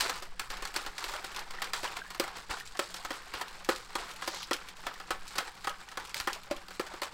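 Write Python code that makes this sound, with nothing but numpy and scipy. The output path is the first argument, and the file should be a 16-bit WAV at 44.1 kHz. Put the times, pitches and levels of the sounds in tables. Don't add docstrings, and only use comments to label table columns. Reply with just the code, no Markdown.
import sys
import numpy as np
from scipy import signal
from scipy.fft import rfft, irfft, next_fast_len
from scipy.io import wavfile
from scipy.ndimage import map_coordinates

SR = 44100
rng = np.random.default_rng(int(sys.argv[2]) if len(sys.argv) > 2 else 0)


def generate_wav(sig):
    pcm = np.round(np.clip(np.atleast_2d(sig).T, -1, 1) * 32767).astype(np.int16)
    wavfile.write(sys.argv[1], SR, pcm)


def to_linear_factor(level_db):
    exponent = np.asarray(level_db, float) / 20
    return 10 ** exponent


N = 314768

# (frequency [Hz], relative spectral density [dB])
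ROOM_TONE_COLOUR = [(40, 29.5), (85, 20.5), (259, 15), (962, -18), (4370, -6), (13600, -48), (16700, -41)]
# (frequency [Hz], random modulation rate [knots/s], level [dB])
HUM_LINES = [(120, 6, -74), (181.6, 14, -68.5)]
# (time [s], level [dB])
ARM_AIR = [(0, -48), (.65, -46), (2.5, -55), (5.1, -52), (7.14, -56)]
# (frequency [Hz], relative spectral density [dB])
AIR_COLOUR = [(2.4, -79.5), (4.0, 10.5), (19, -4), (29, -7), (70, -34), (91, -44), (150, -120)]
# (time [s], level [dB])
CHURN = [(0, -36.5), (0.35, -60), (1.4, -54), (2.1, -54), (2.6, -58.5), (3.2, -54), (3.6, -53), (4.1, -53),
         (4.9, -55.5), (6.1, -54.5), (6.6, -61), (7.14, -59)]
CHURN_SPRAY_DB = -5
# (time [s], slosh level [dB], spray level [dB])
SURGES = [(0.0, -58, -38.5), (0.397, -47, -54), (0.498, -42.5, -51.5), (0.622, -44, -48.5),
          (0.745, -39.5, -45), (0.98, -42.5, -46), (1.087, -42, -47), (1.245, -44.5, -50.5),
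          (1.348, -42.5, -59), (1.5, -44, -62.5), (1.619, -44.5, -56), (1.734, -45, -43.5),
          (1.833, -38.5, -47), (2.198, -41.5, -54), (2.353, -49, -49.5), (2.498, -41.5, -44.5),
          (2.65, -73, -50), (2.792, -51.5, -45.5), (2.942, -50, -50.5), (3.107, -45, -47),
          (3.339, -42, -52.5), (3.689, -47, -44.5), (3.954, -40, -44.5), (4.221, -57, -48.5),
          (4.33, -44.5, -47.5), (4.511, -42, -53), (4.828, -51.5, -55), (5.106, -66, -60),
          (5.269, -53.5, -51), (5.353, -41, -48.5), (5.644, -54, -66), (5.921, -48, -64),
          (6.145, -51.5, -45), (6.271, -44, -51), (6.501, -44.5, -55.5), (6.683, -63, -56),
          (6.795, -43, -51.5), (6.9, -49.5, -56), (7.018, -45.5, -47.5)]
SURGE_RISE_S, SLOSH_SETTLES_DB_PER_S, SPRAY_SETTLES_DB_PER_S = 0.0037, 103, 107
# (frequency [Hz], relative spectral density [dB])
SLOSH_COLOUR = [(120, -39.5), (200, -19), (356, -3.5), (525, -3), (618, -10), (774, 0), (1360, 1),
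                (2080, -4.5), (4000, -10.5), (5200, -12), (8800, -39.5)]
# (frequency [Hz], relative spectral density [dB])
SPRAY_COLOUR = [(1500, -12), (2600, -7), (4300, 0), (6000, -9), (7800, -4), (10000, -15.5), (15500, -27.5),
                (16800, -81)]
# (frequency [Hz], decay time t60 [s])
ROOM_DECAY = [(200, 0.2), (1500, 0.31), (5000, 0.12), (12000, 0.27)]
# (time [s], level [dB], relative thud of the whole bottle [dB], relative hard click [dB])
KNOCKS = [(0.008, -24.5, -22, 6.5), (0.096, -19.5, -34, -7), (0.223, -27, -15.5, -12),
          (0.395, -21.5, -40, -6.5), (0.503, -28, -20, -6), (0.623, -26, -17, -11), (0.652, -23, -38, -8.5),
          (0.741, -27.5, -24, -7), (0.762, -23, -17, -2), (0.863, -22, -22.5, -10.5),
          (0.981, -29, -36, -2.5), (1.041, -24.5, -19.5, -10), (1.137, -21, -27, -13.5),
          (1.243, -28.5, -16, -5.5), (1.507, -31, -28, -4.5), (1.619, -18.5, -41, -9),
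          (1.734, -19, -42, -6), (1.832, -25, -12, -8.5), (1.968, -21, -30, -13.5), (2.104, -29, -24, -6.5),
          (2.147, -27.5, -47, -8), (2.198, -18.5, -5, -2.5), (2.239, -23.5, -40, -12),
          (2.278, -26, -49, -11.5), (2.494, -28.5, -16.5, -36), (2.51, -22, -23, -9.5),
          (2.569, -24, -29, -19), (2.75, -26.5, -42, -23), (2.792, -15, -11, -8), (2.942, -29, -19, -2.5),
          (3.049, -21.5, -24, -11), (3.106, -18.5, -13, -13), (3.338, -25, -13, -8),
          (3.412, -18, -22, -12.5), (3.689, -10.5, -11.5, -13), (3.954, -16, -18, -10.5),
          (4.221, -19.5, -23.5, -17.5), (4.276, -19, -14, -8.5), (4.51, -13.5, -14, -17),
          (4.837, -30.5, -19, -24), (4.866, -15.5, -27, -18), (5, -25, -31, -14),
          (5.106, -13.5, -17.5, -15.5), (5.357, -32.5, -12, -3), (5.382, -13.5, -23.5, -8),
          (5.644, -25, -32, -10), (5.671, -13, -22, -19), (5.916, -37, -25, -5), (5.973, -20, -15.5, -12.5),
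          (6.144, -39.5, -41, 12.5), (6.2, -22, -43, -4), (6.273, -12, -18, -17), (6.511, -24, -1, -8.5),
          (6.683, -33, -17, -7.5), (6.707, -30, -20, -11), (6.796, -18.5, -7, -10),
          (6.938, -29, -11.5, -17), (7.018, -19, -16.5, -10.5), (7.032, -23, -31, -6)]
# (frequency [Hz], relative level [dB], decay time t60 [s])
BOTTLE_MODES = [(261, 3, 0.018), (359.3, 12.5, 0.044), (546, 11.5, 0.057), (777, -7.5, 0.072),
                (1048, -2, 0.038), (1289, -4, 0.07), (1401, -8.5, 0.084), (1734, -9, 0.08),
                (1992, -9, 0.046), (2914, -12.5, 0.028), (3280, -11, 0.064), (4240, 1.5, 0.03),
                (4670, 6, 0.023)]
# (frequency [Hz], gain [dB])
RADIATION = [(60, -25), (230, -0.5)]
# (frequency [Hz], relative spectral density [dB])
CLICK_COLOUR = [(500, -31), (1200, -5.5), (2300, 2.5), (3400, -5), (4500, -5.5), (7000, -10), (10000, -12),
                (15800, -15), (16700, -96)]
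# (time [s], level [dB])
TICKS = [(0.2303, -28), (0.419, -31), (0.57, -33), (0.6743, -28), (0.838, -37), (0.9686, -52),
         (1.0415, -19.5), (1.082, -27), (1.095, -24), (1.12, -31), (1.232, -49), (1.2665, -37),
         (1.319, -31), (1.3465, -28), (1.3629, -23.5), (1.3926, -25), (1.643, -25), (1.8443, -22),
         (1.876, -31), (2.6003, -26.5), (2.772, -25.5), (2.967, -25), (3.482, -32), (3.647, -26),
         (3.761, -29), (3.9874, -39), (4.113, -27), (4.1618, -32), (4.261, -30), (4.3742, -28),
         (4.4302, -28), (4.5324, -19.5), (4.565, -26.5), (4.687, -28), (4.769, -33), (4.94, -34),
         (5.694, -23), (5.888, -33), (5.9993, -32), (6.051, -32), (6.073, -33), (6.0947, -30), (6.331, -20),
         (6.3503, -29), (6.434, -35), (6.565, -29), (6.6177, -37), (6.8667, -30)]
TICK_T60_S, TICK_TAIL_DB, TICK_TAIL_T60_S = 0.0013, -11.5, 0.067
# (frequency [Hz], relative spectral density [dB])
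TICK_COLOUR = [(700, -19), (2500, 3), (5000, 0.5), (15500, -16), (16700, -68)]
# (time [s], peak level [dB], frequency [Hz])
GURGLES = [(1.5856, -34.5, 1850), (1.8775, -34, 2860), (2.017, -33.5, 1570), (2.063, -41, 1690),
           (2.608, -35.5, 1820), (4.957, -42, 1850), (5.889, -43, 1860), (6.568, -41, 3280)]
# (time [s], level [dB])
THUMPS = [(2.393, -45), (2.508, -34), (3.35, -40), (5.111, -45), (5.64, -51), (6.209, -39), (6.512, -40)]
THUMP_S = 0.0035
# (start [s], end [s], level [dB])
FOAM = (4.28, 4.46, -46.5)
# (start [s], length [s], first frequency [Hz], last frequency [Hz], level [dB])
GLUG = (4.313, 0.065, 650, 480, -49)


def unit(x):
    return x / np.sqrt(np.mean(x ** 2) + 1e-20)


def curve(points):
    s, value = np.transpose(points)
    return np.interp(np.arange(N) / SR, s, value)


def along(points, hz):
    f, v = np.transpose(points)
    return np.interp(np.log(hz + 1), np.log(f + 1), v)


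def wobble(rate):
    knots = rng.standard_normal(int(N * rate / SR) + 4)
    return map_coordinates(knots, [np.arange(N) * rate / SR])


def coloured(x, spectrum):
    m = 2 * next_fast_len(N // 2 + SR // 4)
    gain = to_linear_factor(along(spectrum, np.fft.rfftfreq(m, 1 / SR)))
    cepstrum = irfft(np.log(gain + 1e-6), m)
    cepstrum[1:m // 2] *= 2
    cepstrum[m // 2 + 1:] = 0
    return irfft(rfft(x, m) * np.exp(rfft(cepstrum)), m)[:N]


def background():
    tone = to_linear_factor(-61.5) * unit(coloured(rng.standard_normal(N), ROOM_TONE_COLOUR))
    puff_db = curve(ARM_AIR) + 3.8 * wobble(11.0)
    puffs = to_linear_factor(puff_db) * unit(coloured(rng.standard_normal(N), AIR_COLOUR))
    return tone + hum() + puffs + thumps()


def hum():
    turn = 2 * np.pi * np.arange(N) / SR
    total = np.zeros(N)
    for hz, rate, db in HUM_LINES:
        line = wobble(rate) * np.sin(hz * turn) + wobble(rate) * np.cos(hz * turn)
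        total += to_linear_factor(db) * line
    return total


def liquid():
    _, slosh_db, spray_db = np.transpose(SURGES)
    churn = to_linear_factor(2 * curve(CHURN))
    slosh = churn + surges(slosh_db, SLOSH_SETTLES_DB_PER_S)
    spray = to_linear_factor(2 * CHURN_SPRAY_DB) * churn + surges(spray_db, SPRAY_SETTLES_DB_PER_S)
    flutter = to_linear_factor(2 * 1.8 * wobble(40))

    slaps = unit(coloured(droplets(count=1900, spread_db=3.0, life=0.01), SLOSH_COLOUR))
    slaps += to_linear_factor(-4) * bubbles(count=1100, centre_hz=1297.5, spread=0.3976, cycles=3.5)

    drops = unit(coloured(droplets(count=4500, spread_db=3.0, life=0.0025), SPRAY_COLOUR))
    drops += to_linear_factor(-4) * unit(coloured(droplets(count=900, spread_db=3.5, life=0.001), CLICK_COLOUR))
    drops += to_linear_factor(-7.0) * bubbles(count=3000, centre_hz=4410, spread=0.218, cycles=5.3)

    heavy = np.sqrt(slosh * flutter + splashes(share_db=-22.5, t60=0.21, bright=0))
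    fine = np.sqrt(spray * flutter + splashes(share_db=-9.5, t60=0.068, bright=0.89))
    return heavy * slaps + fine * drops + gurgles()


def surges(level_db, settles_db_per_s):
    at = (np.transpose(SURGES)[0] * SR).astype(int)
    starts = np.bincount(at, to_linear_factor(2 * level_db), N)
    settling = signal.lfilter([1], [1, -to_linear_factor(-2 * settles_db_per_s / SR)], starts)
    keep = np.exp(-1 / (SURGE_RISE_S * SR))
    return signal.lfilter([1 - keep], [1, -keep], settling)


def droplets(count, spread_db, life):
    where = rng.random(count)
    size = np.clip(rng.standard_normal(count), -2, 2)
    starts = np.bincount((where * N).astype(int), to_linear_factor(2 * spread_db * size), N)
    power = signal.lfilter([1], [1, -np.exp(-2 / (life * SR))], starts)
    return unit(np.sqrt(np.abs(power)) * rng.standard_normal(N))


def bubbles(count, centre_hz, spread, cycles):
    where = rng.random(count)
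    pitch = rng.standard_normal(count)
    size = to_linear_factor(2.1 * np.tanh(rng.standard_normal(count)))
    hz = centre_hz * np.exp(spread * pitch)
    return unit(chirps(where * N, size, hz, cycles, rise=0.00934))


def chirps(at, size, hz, cycles, rise):
    k = np.arange(700)
    turns = hz[:, None] * k / SR
    envelope = turns / cycles * np.exp(1 - turns / cycles)
    tones = size[:, None] * envelope * np.sin(2 * np.pi * turns * (1 + rise * turns))
    where = at.astype(int)[:, None] + k
    return np.bincount(where.ravel(), tones.ravel(), N + len(k))[:N]


def splashes(share_db, t60, bright):
    s, db, _, click_db = np.transpose(KNOCKS)
    level_db = db + bright * click_db + share_db
    starts = np.bincount((s * SR).astype(int), to_linear_factor(2 * level_db), N)
    return signal.lfilter([1], [1, -to_linear_factor(-120 / (t60 * SR))], starts)


def room(x):
    step, delay = SR // 4, 200
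    out = np.zeros(N + 2 * SR)
    for at in range(0, N, step):
        hz, t, z = signal.stft(rng.standard_normal(SR // 2), SR, nperseg=256)
        decay = to_linear_factor(-60 * t / along(ROOM_DECAY, hz)[:, None])
        tail = signal.istft(z * decay, SR, nperseg=256)[1]
        wet = signal.fftconvolve(x[at:at + step], tail / np.linalg.norm(tail))
        out[at + delay:at + delay + len(wet)] += wet
    return out[:N]


def knocks():
    t = np.arange(SR // 8) / SR
    hz, level, t60 = np.transpose(BOTTLE_MODES)[:, :, None]
    count = len(BOTTLE_MODES)
    ring, click = np.zeros(N + SR), np.zeros(N + SR)
    for s, db, thud_db, click_db in KNOCKS:
        strength, detune, start = rng.standard_normal((3, count, 1))
        reach_db = np.where(hz < 650, thud_db, np.where(hz > 3500, click_db, 0))
        drift = np.cumsum(rng.standard_normal((count, len(t))), axis=1)
        blur = 0.09 * np.sqrt(hz / hz.mean()) * drift
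        phase = 2 * np.pi * hz * (1 + 0.033 * detune) * t + 0.66 * start + blur
        modes = to_linear_factor(level + reach_db + 1.4 * strength - 60 * t / t60) * np.sin(phase)
        onset = 1 - np.exp(-t / 0.0012)
        at = round(s * SR)
        ring[at:at + len(t)] += to_linear_factor(db - 9.0) * onset * modes.sum(0)
        burst = to_linear_factor(-60 * t / 0.027) * rng.standard_normal(len(t))
        click[at:at + len(t)] += to_linear_factor(db + click_db) * burst
        click[at] += to_linear_factor(db + click_db + 13)
    scale = np.std(coloured(rng.standard_normal(N), CLICK_COLOUR))
    clicks = coloured(click[:N], CLICK_COLOUR) / scale
    return coloured(ring[:N], RADIATION) + to_linear_factor(-5.5) * clicks


def ticks():
    t = np.arange(SR // 40) / SR
    s, db = np.transpose(TICKS)
    decay = to_linear_factor(-60 * t / TICK_T60_S) + to_linear_factor(TICK_TAIL_DB - 60 * t / TICK_TAIL_T60_S)
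    cracks = decay * rng.standard_normal((len(s), len(t)))
    cracks *= to_linear_factor(db)[:, None] / np.abs(cracks).max(axis=1, keepdims=True)
    at = (s * SR).astype(int)[:, None] + np.arange(len(t))
    train = np.bincount(at.ravel(), cracks.ravel(), N + len(t))[:N]
    return coloured(train, TICK_COLOUR) / np.std(coloured(rng.standard_normal(N), TICK_COLOUR))


def gurgles():
    s, db, hz = np.transpose(GURGLES)
    return chirps(s * SR, to_linear_factor(db), hz, cycles=3.2, rise=0.0011)


def thumps():
    u = np.abs(np.arange(-2000, 2001)) / (THUMP_S * SR)
    push = np.exp(-u) - np.exp(-u * u / 32) / np.sqrt(8 * np.pi)
    s, db = np.transpose(THUMPS)
    starts = np.bincount((s * SR).astype(int), to_linear_factor(db), N)
    return signal.fftconvolve(starts, push, "same")


def foam():
    start, end, db = FOAM
    t = np.arange(N) / SR
    swell = np.clip(np.minimum(t - start, end - t) / 0.013, 0, 1)
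    return to_linear_factor(db) * swell * bubbles(count=12000, centre_hz=4620, spread=0.235, cycles=2.7)


def glug():
    start, length, from_hz, to_hz, db = GLUG
    u = np.clip((np.arange(N) / SR - start) / length, 0, 1)
    turns = length * (from_hz * u + (to_hz - from_hz) * u * u / 2)
    return to_linear_factor(db + 3 * wobble(68)) * np.sin(np.pi * u) * np.sin(2 * np.pi * turns)


def scene():
    bottle = liquid() + knocks() + ticks() + foam() + glug()
    return (bottle + to_linear_factor(-12.0) * room(bottle) + background())[None]


def roll_off(x):
    return signal.sosfilt(signal.butter(12, 16820, fs=SR, output="sos"), x)


def record(dry):
    return roll_off(dry)


dry = scene()
out = record(dry)
generate_wav(out)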